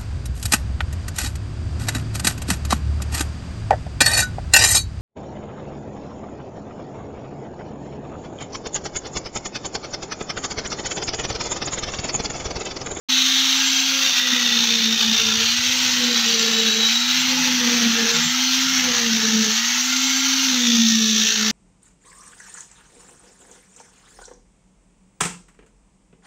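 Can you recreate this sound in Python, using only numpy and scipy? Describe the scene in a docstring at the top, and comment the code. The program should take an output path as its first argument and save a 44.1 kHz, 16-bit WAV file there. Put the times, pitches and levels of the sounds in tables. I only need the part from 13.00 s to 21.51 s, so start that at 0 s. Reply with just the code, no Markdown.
"""A needle vibrator, a steel tube with a spinning weight inside, is dipped five times into fresh concrete.
The weight (the rotor) hums, slowing and turning rough whenever the concrete grips it. Rotor and
flexible shaft rattle in their casing, which rings now and then, and the needle squeals against steel.
The shaken mix grumbles and the air of the open building site rumbles. A far engine gives faint,
climbing drones, and there is one short, louder low thud at about 5.2 s."""
import sys
import numpy as np
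from scipy import signal
from scipy.fft import rfft, irfft
from scipy.io import wavfile
from scipy.ndimage import uniform_filter1d

SR = 44100
rng = np.random.default_rng(int(sys.argv[2]) if len(sys.argv) > 2 else 0)


def unload_wav(signal):
    """Save mono or channel-first audio to the path in sys.argv[1] as 16-bit WAV at rate SR, clipped to [-1, 1]."""
    wavfile.write(
        sys.argv[1],
        SR,
        np.round(np.clip(np.atleast_2d(signal).T, -1, 1) * 32767).astype(np.int16),
    )


N = 375423
TIME = np.arange(N) / SR
FREQS = np.maximum(np.fft.rfftfreq(2 ** 19, 1 / SR), 1)
FREE_HZ = 269.66  # rotor turns per second with the needle in the air

# dips of the needle: start/s, pulled out/s, time to sink/s, slowing by drag/Hz, hum level/dB,
# grip of the concrete/0-1, slap of the bent shaft/0-1
DIPS = [(0.838, 2.448, 0.67, 47, -30, 0.44, 0.42), (2.645, 3.881, 0.47, 48, -29, 0.47, 0.26),
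        (4.167, 5.169, .5, 43.2, -24, 0.67, 0), (5.691, 6.547, .15, 56, -27.5, .5, 0.3),
        (7.42, 8.702, 0.073, 53, -26, 0.31, 0.47)]


def from_db(db):
    return 10 ** (np.asarray(db) / 20)


def rms_one(x):
    """Scale a signal to an average strength (rms) of 1."""
    return x / np.sqrt(np.mean(np.abs(x) ** 2) + 1e-20)


def level_curve(points):
    """Join (time, level) points with straight lines."""
    return np.interp(TIME, *np.transpose(points))


def between(start, end, fade_s):
    """Fade in from start, hold at 1, fade out by end."""
    return np.clip(np.minimum(TIME - start, end - TIME) / fade_s, 0, 1)


def swell(middle, half_s):
    """A smooth rise and fall of height 1."""
    return np.exp(-((TIME - middle) / half_s) ** 2)


def drift(rate_hz):
    """A smooth random wobble of typical size 1; a higher rate wobbles faster."""
    r = np.exp(-80 * np.pi * rate_hz / SR)
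    noise = rng.standard_normal(N // 40 + 2002)  # one value every 40 samples
    slow = signal.lfilter([1], [1, -2 * r, r * r], noise)[2000:]
    return np.interp(np.arange(N) / 40, np.arange(len(slow)), rms_one(slow))


def filtered(x, gain):
    """Turn each frequency up or down by its own gain."""
    return irfft(rfft(x, 2 * len(FREQS) - 2) * gain)[:N]


def coloured(x, spectrum):
    """Give x a tone colour that rings after each hit, never before it (minimum phase)."""
    hz, db = np.transpose(spectrum)
    gain = from_db(np.interp(np.log(FREQS), np.log(hz), db))
    cepstrum = irfft(np.log(gain))
    response = np.exp(rfft(2 * cepstrum[:len(FREQS) - 1], len(cepstrum)))
    return rms_one(filtered(x, response))


def resonance(x, hz, width_hz):
    """Let x ring at one pitch; a narrower width rings longer."""
    r = np.exp(-np.pi * width_hz / SR)
    section = [1, 0, -1, 1, -2 * r * np.cos(2 * np.pi * hz / SR), r * r]
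    return rms_one(signal.sosfilt([section, section], x))


def needle_depths(pull_out_s=.1):
    """Depth from 0 to 1, one row per dip: the needle sinks steadily, stays, and comes out quickly."""
    return np.array([np.clip((TIME - start) / sink_s, 0, 1) * np.clip((end - TIME) / pull_out_s, 0, 1)
                     for start, end, sink_s, *_ in DIPS])


def rotor_speed(drag_hz, grip, inertia_s=.277, start_lag_hz=14, waver_hz=1.96):
    """The heavy rotor takes time to slow down or speed up; gripping concrete makes it waver."""
    r = np.exp(-1 / (inertia_s * SR))
    lost_hz = signal.lfilter([1 - r], [1, -r], drag_hz, zi=[start_lag_hz])[0]
    return FREE_HZ - lost_hz + waver_hz * grip * drift(7.79)


def hum_gains(depth, held_db, turn, grip, sputter_db=3.0):
    """Strength of the low hum, which sputters under load, and of the buzz an octave above it."""
    # the needle presses on something hard (+) or slips off (-): middle/s, half length/s, change/dB
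    jolts = [(1.14, 0.12, -10), (1.335, 0.014, 9), (1.92, 0.087, 7), (1.987, 0.02, -14),
             (2.093, 0.047, 8.5), (2.193, .03, -14), (2.595, 0.89, -2), (3.07, 0.047, 7.5),
             (5.102, 0.04, -14), (5.967, 0.052, -9), (6.154, 0.044, 7.5), (6.378, 0.064, 11),
             (6.446, .015, -8), (6.701, 0.18, -6), (7.87, 0.21, 8.5), (8.322, 0.069, -11)]
    # the needle bites on stones and buzzes: start/s, end/s, level/dB
    bites = [(0.88, 1.155, -46), (1.2, 2.126, -44), (2.102, 2.494, -39.5), (2.59, 2.965, -46.5),
             (2.95, 3.224, -34.5), (3.23, 3.895, -33), (4.264, 4.565, -42.5), (4.586, 4.895, -33.5),
             (4.92, 5.22, -32.5), (5.806, 6.117, -37), (6.116, 6.542, -36), (7.48, 7.825, -44),
             (7.95, 8.599, -42)]
    free_db = -32 + 4 * turn  # needle in the air
    jolts_db = sum(db * swell(middle, half_s) for middle, half_s, db in jolts)
    low_db = free_db * (1 - depth.sum(0)) + held_db @ depth + jolts_db
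    low_db += sputter_db * grip * drift(14.3)
    buzz = sum(from_db(db) * between(start, end, fade_s=.07) for start, end, db in bites)
    return from_db(low_db), from_db(-66.5) + buzz


def rotor_hum(angle, grip, turn, low_gain, octave_gain):
    """The off-centre rotor shakes the needle: smooth when free, unsteady when stones jostle it."""
    # overtones and bearing whine: multiple of the rotor speed, relative level free/dB, fully gripped/dB
    whine_tones = [(3, -69.5, -36.5), (5.3, -40, -76), (6, -42.5, -69), (7.7, -48, -31), (8, -38, -48),
                   (8.25, -39.5, -44), (10, -40, -54), (12, -37, -56)]

    def tone(multiple, rough, rate_hz):
        shake = 1 + rough * (drift(rate_hz) + 1j * drift(rate_hz))  # wobbles loudness and pitch
        return np.sqrt(2) * np.real(shake * np.exp(1j * multiple * angle)) / np.sqrt(1 + 2 * rough ** 2)

    low = low_gain * tone(0.99, rough=.07 + 0.34 * grip ** 2, rate_hz=22)
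    octave = octave_gain * tone(2, rough=0.48, rate_hz=24.3)
    whine = sum(from_db(free + (held - free) * grip) * tone(multiple, rough=0.99, rate_hz=9.9)
                for multiple, free, held in whine_tones)
    return low + octave + from_db(-3.0 + 3.5 * turn) * whine


def steel_hits(angle, slap, hits_per_s=9000, shaft_per_rotor=.258):
    """Countless tiny hits of steel on steel, harder once per rotor turn and once per shaft turn."""
    sizes = from_db(2.5 * np.minimum(rng.exponential(1, N), 3.5)) * rng.choice([-1, 1], N)
    shaft_angle = shaft_per_rotor * angle
    shaft_swing = np.cos(shaft_angle) + 0.21 * np.cos(2 * shaft_angle)
    force = np.exp(0.089 * np.cos(angle) + .58 * slap * shaft_swing)
    force /= np.sqrt(uniform_filter1d(force ** 2, size=3000))  # keep the pulsing, even out the loudness
    struck = rng.random(N) < hits_per_s / SR
    flutter = from_db(0.83 * drift(23))
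    return rms_one(sizes * struck * force * flutter)


def shifting_tones(x, patchy_db=3.0):
    """As hose and needle move, their many narrow ringing tones swell and fade."""
    bands = signal.stft(x, nperseg=1024)[2]
    patches = uniform_filter1d(rng.standard_normal(bands.shape), size=16, axis=1)
    bands = bands * from_db(patchy_db * rms_one(patches))
    return rms_one(signal.istft(bands)[1][:N])


def rattle(hits, turn, speed, band_edges_hz=(570, 2500, 4900, 8800)):
    """The hits sound through hose and casing: a clatter, a bright rasp and a fizz on top."""
    # tone colour of the steel casing and hose: f/Hz, relative level/dB
    steel_colour = [(330, -46), (560, -17), (617, -23.5), (709, -14.5), (874, -9), (1030, -13.5),
                    (1360, -5), (2410, -5.5), (3810, -3.5), (4960, -5.5), (5700, 5), (6370, 4), (9140, -36),
                    (14700, 9), (15500, -10)]
    # loudness of the hose's clatter: t/s, relative level/dB
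    clatter_levels = [(0.12, -29), (0.68, -28.5), (0.79, -30), (1.46, -27), (1.79, -30.5), (3.11, -27),
                      (3.25, -29), (5.13, -25.5), (5.52, -30), (5.92, -24.5), (6.08, -28.5), (7.52, -29.5),
                      (8.08, -36), (8.45, -29.5)]
    # loudness of the bright rasp: t/s, relative level/dB
    rasp_levels = [(.1, -24.5), (2.2, -25.5), (2.9, -24), (4.2, -26), (5.6, -23.5), (8.5, -22)]
    # tone colour of each hit's sharp edge: f/Hz, relative level/dB
    fizz_colour = [(6000, -34), (8500, -4), (9200, -10), (10500, -5.5), (11300, -8), (12800, 0.5),
                   (15500, 0.5)]
    steel = coloured(shifting_tones(hits), steel_colour)
    above = [1 / (1 + (hz / FREQS) ** 20) for hz in band_edges_hz]  # each passes what lies above its edge
    hose_db = level_curve(clatter_levels) - 1.85
    casing_db = -21 - 2.5 * turn
    rasp_db = level_curve(rasp_levels) - 0.83
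    body = sum(from_db(db) * rms_one(filtered(steel, above[k] - above[k + 1]))
               for k, db in enumerate([hose_db, casing_db, rasp_db]))
    fizz_db = -36.0 + 0.0446 * (speed - FREE_HZ)  # a faster rotor strikes more sharply
    return body + from_db(fizz_db) * coloured(hits, fizz_colour)


def casing_ring(hits, wander_db=1.5):
    """Where nothing muffles the steel, the hits build up ringing tones."""
    # steel tones that sing faintly throughout: f/Hz, width/Hz, level/dB
    lasting_tones = [(7326, 45, -47), (8242, 70, -57), (10165, 130, -66)]
    # tones that ring for a while: start/s, end/s, f/Hz, width/Hz, level/dB; the 1625 Hz and 1405 Hz rows are
    # the rotor's whine at about 6 and 5.3 times its speed
    passing_tones = [(.05, .58, 3700, 1100, -27.5), (.5, .9, 1625, 25, -38), (.5, .9, 7345, 30, -38),
                     (.62, 1.05, 3217, 22, -27.5), (1.0, 2.42, 3640, 300, -28), (1.1, 1.6, 1950, 130, -33),
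                     (2.4, 3.1, 8250, 70, -52), (2.6, 4.4, 7326, 25, -42), (5.1, 5.36, 7326, 25, -34),
                     (6.8, 7.45, 1405, 30, -38), (6.8, 7.25, 7326, 30, -40), (7.55, 8.3, 3600, 480, -30)]
    ring = sum(from_db(db + wander_db * drift(1.2)) * resonance(hits, hz, width)
               for hz, width, db in lasting_tones)
    for start, end, hz, width, db in passing_tones:
        ring += from_db(db) * between(start, end, fade_s=.07) * resonance(hits, hz, width)
    return ring


def needle_squeal(pitch_hz=3889, waver_hz=6, chatter_db=2.5):
    """The needle rubs on steel and keeps one high, chattering tone going."""
    # short bursts and one weaker, longer rub: start/s, end/s, level/dB
    rubs = [(.1, .24, -22.5), (3.27, 4.17, -28.5), (3.53, 3.625, -26.5), (3.665, 3.745, -24),
            (3.81, 3.89, -26.5), (3.94, 3.99, -27.5)]
    rub = sum(from_db(db) * between(start, end, fade_s=.016) for start, end, db in rubs)
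    angle = 2 * np.pi * np.cumsum(pitch_hz + waver_hz * drift(27.0)) / SR
    return rub * from_db(chatter_db * drift(38)) * np.sqrt(2) * np.sin(angle)


def concrete_grumble(grip):
    """The shaken mix churns with a low grumble, louder the harder it grips."""
    # tone colour of the churning mix: f/Hz, relative level/dB
    mix_colour = [(25, -80), (60, -40), (110, -5), (190, 6), (240, 8.5), (340, -4.5), (480, -6), (650, -19),
                  (1200, -56)]
    return from_db(-37 + 2.0 * drift(24)) * grip * coloured(rng.standard_normal(N), mix_colour)


def air_rumble(air_db=-62, waver_db=3.0):
    """The open air rumbles softly, and one gust stirs it."""
    # tone colour of the open air: f/Hz, relative level/dB
    air_colour = [(20, -7), (60, 0), (110, 3), (300, -8), (2000, -28)]
    # the gust: middle/s, half length/s, rise/dB
    gust = (5.8, 0.83, 12)
    middle, half_s, rise_db = gust
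    level_db = air_db + rise_db * swell(middle, half_s) + waver_db * drift(4)
    return from_db(level_db) * coloured(rng.standard_normal(N), air_colour)


def far_engine_and_thud(waver_db=6.1):
    """Faint, climbing drones of a far engine, and one short, louder low thud at about 5.2 s."""
    # three engine drones and the thud (third row): start/s, end/s, first f/Hz, last f/Hz, level/dB
    low_tones = [(1.994, 3.056, 88.4, 103, -52), (4.05, 4.65, 159, 168, -46.5),
                 (5.12, 5.35, 164, 167, -37.5), (5.546, 5.944, 170, 181, -49)]
    sound = np.zeros(N)
    for start, end, first_hz, last_hz, db in low_tones:
        hz = np.interp(TIME, [start, end], [first_hz, last_hz])
        gain = from_db(db + waver_db * drift(35)) * between(start, end, fade_s=0.11)
        sound += gain * np.sqrt(2) * np.sin(2 * np.pi * np.cumsum(hz) / SR)
    return sound


def scene(free_grip=0.1, free_slap=0.034):
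    """The dips slow the rotor, and that one speed drives both hum and rattle."""
    depth = needle_depths()
    drag_hz, held_db, held_grip, held_slap = np.transpose(DIPS)[3:]
    grip = np.clip(free_grip + (held_grip - free_grip) @ depth, 0, 1)
    slap = np.clip(free_slap + (held_slap - free_slap) @ depth, 0, 1)
    # from 2 to 6 s the worker turns and leads the hose to the other side, shifting the sound's balance
    turn = np.interp(TIME, [2.0, 6.0], [0, 1])
    speed = rotor_speed(drag_hz @ depth, grip)
    angle = 2 * np.pi * np.cumsum(speed) / SR
    hits = steel_hits(angle, slap)
    low_gain, octave_gain = hum_gains(depth, held_db, turn, grip)
    hum = rotor_hum(angle, grip, turn, low_gain, octave_gain)
    vibrator = hum + rattle(hits, turn, speed) + casing_ring(hits) + needle_squeal()
    return (vibrator + concrete_grumble(grip) + air_rumble() + far_engine_and_thud())[None]


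def record(dry, start_s=.086, cutoff_hz=15600):
    """The sound comes in after a moment of silence; the highest treble is cut."""
    fade_in = np.clip((TIME - start_s) / .01, 0, 1)
    low_pass = signal.ellip(12, .1, 90, cutoff_hz, fs=SR, output="sos")
    return signal.sosfilt(low_pass, dry * fade_in)


dry = scene()
out = record(dry)
unload_wav(out)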